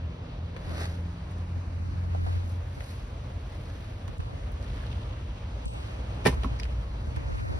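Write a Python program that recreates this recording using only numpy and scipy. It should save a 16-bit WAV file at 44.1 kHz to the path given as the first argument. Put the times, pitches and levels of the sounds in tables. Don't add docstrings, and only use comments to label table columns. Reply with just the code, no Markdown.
import sys
import numpy as np
from scipy import signal
from scipy.fft import rfft, irfft, next_fast_len
from scipy.io import wavfile
from scipy.ndimage import uniform_filter1d

SR = 44100
rng = np.random.default_rng(int(sys.argv[2]) if len(sys.argv) > 2 else 0)


def wav_record(signal):
    frames = np.transpose(np.atleast_2d(signal))
    bounded = np.clip(frames, -1, 1)
    quanta = np.round(bounded * 32767).astype(np.int16)
    wavfile.write(sys.argv[1], SR, quanta)


N = 334719
TIME = np.arange(N) / SR

# f/Hz, level/dB
RUMBLE_EQ = [(15, -38), (28, -19), (42, 1.5), (55, 3.5), (70, 3.5), (95, 3), (125, -5.5), (155, -17.5),
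             (210, -20), (300, -68), (600, -61.5)]
# t/s, rumble level/dB, tyre level/dB
ROAD_SURFACE = [(0, -38.5, 0.54), (1.8, -36.5, 1), (3.2, -35.5, -0.2), (4, -35, 0), (4.75, -31.5, 2),
                (5.3, -33.5, 0.5), (6.1, -41, 4), (6.4, -33.5, 4), (6.9, -32, 1), (7.6, -33.5, 5.5)]
# f/Hz, level/dB
TYRE_EQ = [(60, 0.5), (200, -2), (300, -5), (390, -10.5), (480, -7), (600, -8.5), (740, -14), (880, -14),
           (1120, -15.5), (1450, -18.5), (1900, -20), (2600, -20.5), (3200, -22), (4300, -25.5),
           (5200, -30.5), (6500, -31.5), (10000, -40.5), (13000, -40.5), (16000, -76)]
# t/s, share/0-1
SIDE_SHARE = [(0, 0.46), (2.3, 0.2), (3.2, 0.19), (6.8, 0.37), (7.3, 0.48)]
# t/s, half length/s, f/Hz, width/oct, depth/0-1
TYRE_NOTCHES = [(1.76, 0.5, 3330, .2, 0.52), (1.75, 0.79, 500, 0.23, 0.39), (7.46, 0.4, 3170, 0.27, 0.5),
                (1.88, 0.064, 700, 0.59, 0.43), (2.22, 0.033, 640, 0.82, 1), (4.188, 0.013, 1200, 2, 0.95),
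                (5.695, 0.043, 1800, 0.71, 0.84), (5.68, 0.06, 340, 0.3, .6), (7.38, 0.16, 325, 0.65, 0.68),
                (7.445, 0.052, 860, 0.82, 0.74)]
# frequency ratio, level/dB
DRONE_PARTIALS = [(1, 0), (1.225, -5), (1.73, -11), (2.03, -10)]
# t/s, level/dB
BOOM_ENVELOPE = [(.07, -31), (.17, -57), (.33, -51), (.43, -31.5), (.6, -58), (.73, -31.5), (.87, -32.5),
                 (1.11, -32), (1.21, -44), (1.37, -33.5), (1.54, -29.5), (1.72, -34), (2.16, -26.5),
                 (2.42, -29), (2.62, -33), (2.72, -51), (3, -80)]
# t/s, level/dB
HARMONIC_ENVELOPE = [(0, -48.5), (.7, -45.5), (1.1, -42.5), (1.5, -48.5), (1.63, -56.5), (1.9, -47),
                     (2.18, -45), (2.33, -67), (3.2, -72), (3.8, -71)]
# t/s, rise/s, fall/s, rub level/dB, added spread/dB
GRIP_PRESSES = [(.71, 0.037, 0.048, -42.5, -7), (1.85, 0.085, .08, -49, 3.5),
                (2.27, 0.13, 0.11, -38.5, 9.5), (4.2, .025, 0.18, -53, 6), (5.668, 0.0051, 0.0095, -65, 59),
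                (5.719, 0.051, 0.14, -56, 9), (6.42, 0.13, 0.23, -51, 6.5), (7.38, 0.12, 0.35, -35.5, 9)]
# t/s, level/dB, tilt/(dB/oct)
CASE_BUMPS = [(1.571, -36, 0), (2.775, -35, 1), (4.09, -33, -3), (4.192, -26, -2), (4.332, -32, -2),
              (5.661, -22, -8), (6.371, -30, 2), (6.387, -40, 5), (6.522, -30, -2), (7.075, -32, -2),
              (7.17, -27, 1)]
# f/Hz, level/dB
CASE_EQ = [(20, -35), (45, -24), (70, -13), (100, 7), (140, 1.5), (200, -6), (300, -6.5), (700, -11.5),
           (1500, -19.5), (2400, -29), (4000, -65)]
# t/s, level/dB, rise/s, fall/s, tilt/(dB/oct), spread/dB, grain/dB
SLEEVE_MOVES = [(.73, -42, 0.071, 0.079, -1, 1.5, 2), (.795, -37.5, 0.025, 0.077, 0, 1, 2.5),
                (.814, -36.5, 0.01, 0.012, -1.4, -1.5, 0), (.852, -39.5, 0.024, 0.0088, 0, 5, 4.5),
                (2.33, -49.5, 0.096, 0.078, 0.5, 4, 1.5), (2.5, -55.5, 0.033, 0.04, 6, 1, 3),
                (2.88, -50.5, 0.11, 0.11, 3, 1.5, 2), (3.7, -55, 0.38, 0.35, 0.5, .5, -3.5),
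                (4.749, -50.5, 0.14, 0.16, -1, 0, 4), (5.848, -49, .069, 0.1, -1, 3, 3),
                (7.385, -58, .05, .015, 5, 4, 9), (7.401, -68, .49, .33, 0, 17, 1)]
# f/Hz, level/dB
SLEEVE_EQ = [(100, -18), (300, 5.5), (450, 2), (650, 2.5), (900, -6), (1400, -1.5), (1900, -1),
             (2300, -5.5), (3200, -10.5), (3900, -5.5), (5700, -11), (8000, -17), (12500, -13.5),
             (16000, -31)]
# t/s, level/dB, rise/s, fall/s, f/Hz, width/oct
FINGER_RUBS = [(4.78, -57, 0.11, 0.13, 1600, 0.6), (4.9, -56, 0.23, 0.38, 3000, 0.36),
               (5.1, -61, .3, 0.43, 890, 0.25), (7.22, -61, 0.083, .08, 1990, 0.23),
               (7.36, -51, 0.029, 0.044, 2340, .4)]
# t/s, level/dB, f/Hz, width/oct, t60/s, pan left/dB, snap level/dB
TRIM_TICKS = [(.5628, -31.5, 400, 0.65, 0.04, 3, -64), (.5635, -35, 1900, 0.42, 0.029, 4, -70),
              (1.31, -56, 11000, .5, .08, 0, -56), (1.384, -50, 10000, .66, 0.0041, 2, -46),
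              (2.1467, -30.5, 620, 0.3, .07, 1, -58), (2.262, -36, 700, .4, .09, 0, -70),
              (2.805, -35, 500, .4, .05, 0, -62), (2.8056, -33, 1850, 0.45, 0.02, 3, -52),
              (4.078, -38, 1180, 1.3, 0.035, -6, -52), (4.182, -47, 7500, 0.46, .012, 4, -55),
              (4.2014, -41.5, 1000, 0.99, 0.054, -3, -60), (4.519, -45, 13200, .5, .02, -3, -50),
              (4.626, -46, 4970, 1, .02, -3, -53), (4.867, -43, 3400, 0.4, .025, -4, -65),
              (5.656, -34.5, 8240, 0.088, 0.01, 5, -49), (5.682, -53.5, 8100, .05, 0.66, 4, -40),
              (5.736, -49, 8300, .1, .02, 0, -52), (6.244, -44, 3500, 1, 0.068, 0, -55),
              (6.2648, -18, 1950, .3, .03, 0, -45), (6.316, -42, 4500, 1, .02, 9, -47),
              (6.343, -46, 5000, 1, .03, 0, -51), (6.422, -45, 2200, .8, .08, 0, -65),
              (6.4335, -39.5, 3400, .2, 0.053, 0, -50), (6.589, -48, 5000, .4, .08, 0, -62),
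              (6.5982, -31, 2250, 0.22, 0.018, 0, -42), (6.5988, -31, 4950, 0.13, 0.024, -1, -35),
              (6.6035, -42, 4000, .8, .02, 0, -50), (6.6316, -32, 2500, 0.35, 0.022, -2, -42),
              (6.632, -38, 4900, .25, .035, -1, -48), (6.642, -43, 3500, .8, .025, 0, -54),
              (6.652, -37.5, 1680, .6, 0.04, 1, -68), (7.161, -39, 1500, 1.4, 0.056, 3, -50)]
# t/s, level/dB, f/Hz, width/oct, pan left/dB
COVER_KNOCKS = [(6.2626, -30, 990, 0.26, 2), (6.274, -19, 148, 0.89, -7), (6.281, -25, 233, .4, 0),
                (6.325, -28, 950, .4, -2), (6.336, -22, 68, .6, 3), (6.4439, -23.5, 1150, 0.65, -5),
                (6.458, -28, 235, 1, 5)]
# f/Hz, level/dB, t60/s
HOLLOW_MODES = [(71.5, 1.5, 0.18), (124, -1, 0.087), (174, -8, 0.13), (218, 1.5, 0.065), (269.6, 0, 0.091),
                (996, -12, .06), (1100, -6, 0.048), (1306, -6, 0.04)]
# t/s, level/dB, tilt/(dB/oct), ring trim/dB, pan left/dB
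CLIP_BLOWS = [(6.252, -31, 0.5, 1, 14), (6.258, -14.5, -0.5, 0.5, -7), (6.265, -26, 2.5, -7, 0),
              (6.2691, -22, 1, -12, 9), (6.2745, -26, -2, -21, 1), (6.279, -25, -2, -18, 1),
              (6.323, -36, -1, -10, -8), (6.333, -36, -2, -15, 4), (6.433, -36, 0, -2, 0),
              (6.446, -32, -2.5, -18, -6)]
# f/Hz, level/dB, t60/s
PANEL_MODES = [(62, -14, .3), (123, -3.5, .12), (175, -12, .11), (222, -7, .11), (262, -14, .1),
               (384, -3.5, .07), (458, -1.5, .065), (535, -7, .06), (650, -10, .07), (810, -7.5, .1),
               (893, -13, .08), (996, -13, .11), (1107, -16, .08), (1351, -16, .08), (1558, -14, .09),
               (1805, -7, .07), (1926, -10.5, .07), (2374, -7, .07), (2734, -18, .08), (3018, -17, .08),
               (3782, -18, .07), (5620, -23, .05), (10455, -24, .07)]
# f/Hz, level/dB
CRACK_EQ = [(30, -21), (70, -5), (130, 3.5), (400, 1.5), (1000, -6.5), (1400, -16), (2400, -8.5),
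            (3500, -15.5), (5500, -18.5), (8000, -24), (12000, -20), (16000, -36)]
# f/Hz, level/dB
MID_EQ = [(18, -31), (30, -4), (42, -1.5), (2000, -0.5), (3000, -2.5), (6200, -2.5), (7300, -17.5),
          (8600, -2.5), (10000, -3.5), (12100, -9), (13200, -33), (15500, -8)]
# f/Hz, level/dB
SIDE_EQ = [(50, -37), (110, -35), (200, -12.5), (450, -1), (680, 0.5), (900, 5), (1900, -3.5), (2600, 0),
           (3800, -2), (4600, 0), (5300, -4.5), (7000, -0.5), (9300, -6), (10400, -45), (12300, -7.5)]


def amp(db):
    return 10 ** (np.asarray(db) / 20)


def unit(x):
    return x / np.sqrt(np.mean(x ** 2) + 1e-20)


def automation(rows):
    s, *columns = np.transpose(rows)
    return [np.interp(TIME, s, c) for c in columns]


def eq(points, hz):
    f, db = np.transpose(points)
    return np.interp(np.log(hz + 1), np.log(f + 1), db)


def octaves(hz):
    return np.log2((hz + 1) / 1000)


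def bell(hz, centre_hz, width):
    return -20 * np.log10(1 + ((octaves(hz) - octaves(centre_hz)) / width) ** 2)


def colour(x, db_at):
    size = next_fast_len(x.shape[-1] + 1024)
    gain = amp(db_at(np.fft.rfftfreq(size, 1 / SR)))
    return irfft(rfft(x, size) * gain, size)[..., :x.shape[-1]]


def noise(db_at, size=N):
    return unit(colour(rng.standard_normal((2, size)), db_at))


def wander(rate_hz):
    spectrum = rfft(rng.standard_normal(2048))
    hz = np.arange(len(spectrum)) / TIME[-1]
    slow = unit(irfft(spectrum * np.exp(-(hz / rate_hz) ** 2)))
    return np.interp(TIME, np.linspace(0, TIME[-1], len(slow)), slow)


def grains(t, depth_db, rate_hz):
    roughness = np.interp((t - t[0]) * rate_hz, np.arange(len(t)), rng.standard_normal(len(t)))
    return unit(amp(depth_db * np.clip(roughness, -2, 2)))


def attack(t, rise_s):
    return 1 - np.exp(-t / rise_s)


def decay(t, t60):
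    return np.exp(-np.log(1000) * t / max(t60, 1e-3))


def swell(t, rise, fall):
    return np.exp(.4 - np.hypot(t / np.where(t < 0, rise, fall), .4))


def since(s):
    return np.maximum(TIME - s, 0)


def ringing(t, modes, db_at):
    return sum(amp(db + db_at(hz)) * decay(t, t60) * np.sin(2 * np.pi * hz * t) * (-1) ** k
               for k, (hz, db, t60) in enumerate(modes))


def mid_side(x):
    return np.array([x[0] + x[1], x[0] - x[1]]) / np.sqrt(2)


def widen(x, spread_db):
    mid, side = mid_side(x)
    spread = amp(spread_db)
    return mid_side([mid, side * spread]) * np.sqrt(2 / (1 + spread ** 2))


def from_right(x, share, delay_samples=8):
    left = share * np.roll(x[1], delay_samples) + np.sqrt(1 - share ** 2) * x[0]
    return np.array([left, x[1]])


def add(mix, s, sound, pan_db=0):
    part = mix[:, round(s * SR):][:, :sound.shape[1]]
    part += sound[:, :part.shape[1]] * amp([[pan_db / 2], [-pan_db / 2]])


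def road_rumble(compression=0.56):
    bed = noise(lambda hz: eq(RUMBLE_EQ, hz))
    envelope = np.sqrt(np.abs(uniform_filter1d(bed.sum(0) ** 2, size=6000)) + 1e-9)
    return np.sqrt(2) * amp(automation(ROAD_SURFACE)[0]) * unit(bed / envelope ** compression)


def band_drift(x, depth_db=.9, rate_hz=9):
    centres, size = np.linspace(-3, 4, 12), next_fast_len(N)
    spectrum, hz = rfft(x, size), np.fft.rfftfreq(size, 1 / SR)
    octave = np.clip(octaves(hz), centres[0], centres[-1])
    bands = (np.maximum(1 - abs(octave - c) / (centres[1] - centres[0]), 0) for c in centres)
    return sum(irfft(spectrum * band, size)[:, :N] * amp(depth_db * wander(rate_hz)) for band in bands)


def surface_notches(x):
    size = next_fast_len(N)
    spectrum, hz = rfft(x, size), np.fft.rfftfreq(size, 1 / SR)
    for s, half_length, centre_hz, width, depth in TYRE_NOTCHES:
        band = irfft(spectrum * amp(bell(hz, centre_hz, width)), size)[:, :N]
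        x = x - depth * np.exp(-((TIME - s) / half_length) ** 2) * band
    return x


def grip(rest_db=-70):
    rub, spread_db = amp(rest_db), 0
    for s, rise, fall, rub_db, added_db in GRIP_PRESSES:
        pressure = swell(TIME - s, rise, fall)
        rub = rub + amp(rub_db) * pressure
        spread_db = spread_db + added_db * pressure
    return rub, spread_db


def tyre_noise(gain_db=-43, flutter_db=.55, press_lift_db=5, firm_press_db=12.5):
    share, press_db = automation(SIDE_SHARE)[0], grip()[1]
    level_db = automation(ROAD_SURFACE)[1] + press_lift_db * np.tanh(press_db / firm_press_db) ** 2
    spread_db = -3.5 + 4.5 * share + press_db
    bed = band_drift(noise(lambda hz: eq(TYRE_EQ, hz)))
    bed = from_right(surface_notches(bed), share)
    hiss = colour(bed, lambda hz: eq([(3000, -19), (5000, -5), (7500, 4)], hz))
    body = widen(bed - hiss, spread_db)
    top = widen(hiss, 0.2 * spread_db) * amp(np.interp(TIME, [.3, 1.2], [-3, 0]))
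    return amp(gain_db + level_db + flutter_db * wander(28)) * (body + top)


def drive_train_drone(low_hz=54.5, high_hz=57.3, step_s=5.8, peak_s=6.35, peak_db=-32.5, waver_db=1.5):
    hz = low_hz + (high_hz - low_hz) * (1 + np.tanh((TIME - step_s) / .35)) / 2
    level_db = peak_db - 9 * np.maximum(peak_s - TIME, 0) - 6.5 * since(peak_s)
    phase = 2 * np.pi * np.cumsum(hz * (1 + 0.0014 * wander(3.2))) / SR
    return np.sqrt(2) * sum(amp(level_db + db + waver_db * wander(2.2)) * np.sin(ratio * phase)
                            for ratio, db in DRONE_PARTIALS)


def engine(start_hz=81.6, top_hz=87.7, pull_s=1.15, pull_shape=1.656):
    firing_hz = top_hz - (top_hz - start_hz) * np.exp(-(TIME / pull_s) ** pull_shape)
    phase = 2 * np.pi * np.cumsum(firing_hz * (1 + 0.0019 * wander(6.2))) / SR
    orders = [(1, automation(BOOM_ENVELOPE)[0]),
              (1.5, -48 + 2 * wander(5.3) - 60 * since(3.3)),
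              (2, automation(HARMONIC_ENVELOPE)[0]),
              (3, -54 - 9 * TIME)]
    return np.sqrt(2) * sum(amp(db) * np.sin(order * phase) for order, db in orders)


def handling(bump_t60=0.064, uneven_db=1.0):
    bumps, t = np.zeros((2, N)), np.arange(SR // 5) / SR
    for s, db, tilt in CASE_BUMPS:
        thud = noise(lambda hz: eq(CASE_EQ, hz) + tilt * octaves(hz), len(t))
        add(bumps, s, amp(db) * thud * decay(t, bump_t60) * attack(t, 0.00092))
    rub = noise(lambda hz: eq(CASE_EQ, hz)) * grip()[0] * amp(uneven_db * wander(25))
    return (bumps + rub)[0]


def sleeve_swishes(grain_hz=260):
    out, t = np.zeros((2, N)), np.arange(-SR // 2, SR) / SR
    for s, db, rise, fall, tilt, spread_db, grain_db in SLEEVE_MOVES:
        rush = widen(noise(lambda hz: eq(SLEEVE_EQ, hz) + tilt * octaves(hz), len(t)), spread_db)
        add(out, s + t[0], amp(db) * swell(t, rise, fall) * grains(t, grain_db, grain_hz) * rush)
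    return from_right(out, share=0.57)


def finger_rubs(scratch_db=6.5, slip_hz=170):
    out, t = np.zeros((2, N)), np.arange(-SR, SR) / SR
    for s, db, rise, fall, centre_hz, width in FINGER_RUBS:
        rub = noise(lambda hz: bell(hz, centre_hz, width), len(t)) * grains(t, scratch_db, slip_hz)
        add(out, s + t[0], amp(db) * swell(t, rise, fall) * rub)
    return out


def trim_ticks(edge=0.53, edge_t60=0.002, snap_hz=8000, snap_t60=0.0046):
    out, t = np.zeros((2, N)), np.arange(SR // 3) / SR
    for s, db, centre_hz, width, t60, pan_db, snap_db in TRIM_TICKS:
        burst = noise(lambda hz: bell(hz, centre_hz, width), len(t))
        onset = 1 - np.exp(-(t * centre_hz) ** 2)
        envelope = onset * (decay(t, t60) + edge * decay(t, edge_t60))
        snap = noise(lambda hz: bell(hz, snap_hz, width=1.5), len(t)) * decay(t, snap_t60)
        add(out, s, widen(amp(db) * burst * envelope + amp(snap_db) * snap, spread_db=1), pan_db)
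    return out


def cover_knocks(contact_s=0.00046):
    out, t = np.zeros((2, N)), np.arange(SR // 3) / SR
    for s, db, centre_hz, width, pan_db in COVER_KNOCKS:
        ring = ringing(t, HOLLOW_MODES, lambda hz: 2 * bell(hz, centre_hz, width))
        add(out, s, amp(db) * np.array([ring, ring]) * attack(t, contact_s), pan_db)
    return widen(out, spread_db=-3)


def cover_snap(ring_db=-1, crack_t60=0.099, contact_s=0.00021):
    out, t = np.zeros((2, N)), np.arange(SR // 3) / SR
    for s, db, tilt, trim_db, pan_db in CLIP_BLOWS:
        ring = amp(ring_db + trim_db) * ringing(t, PANEL_MODES, lambda hz: tilt * octaves(hz))
        crunch = rng.standard_normal((2, len(t))) * grains(t, depth_db=3, rate_hz=1500)
        crunch = unit(colour(crunch, lambda hz: eq(CRACK_EQ, hz) + tilt * octaves(hz)))
        crack = widen(crunch, spread_db=-2) * decay(t, crack_t60)
        add(out, s, amp(db) * (ring + crack) * attack(t, contact_s), pan_db)
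    return out


def cabin_reverb(x, wet_db=-13, t60=0.16):
    t = np.arange(SR // 3) / SR
    tail = rng.standard_normal((2, len(t))) * decay(t, t60) * attack(t, 0.0024)
    return x + amp(wet_db) * signal.fftconvolve(x, tail / np.linalg.norm(tail[0]), axes=1)[:, :N]


def scene():
    bed = engine() + drive_train_drone() + road_rumble() + tyre_noise()
    movement = sleeve_swishes() + finger_rubs()
    return bed + movement + cabin_reverb(cover_snap() + cover_knocks() + trim_ticks())


def record(dry, cutoff_hz=15700):
    mid, side = mid_side(dry)
    mid = colour(mid, lambda hz: eq(MID_EQ, hz))
    side = colour(side, lambda hz: eq(SIDE_EQ, hz)) + np.sqrt(2) * handling()
    low_pass = signal.firwin(511, cutoff_hz, window=("kaiser", 9), fs=SR)
    return signal.oaconvolve(mid_side([mid, side]), low_pass[None], "same")


dry = scene()
out = record(dry)
wav_record(out)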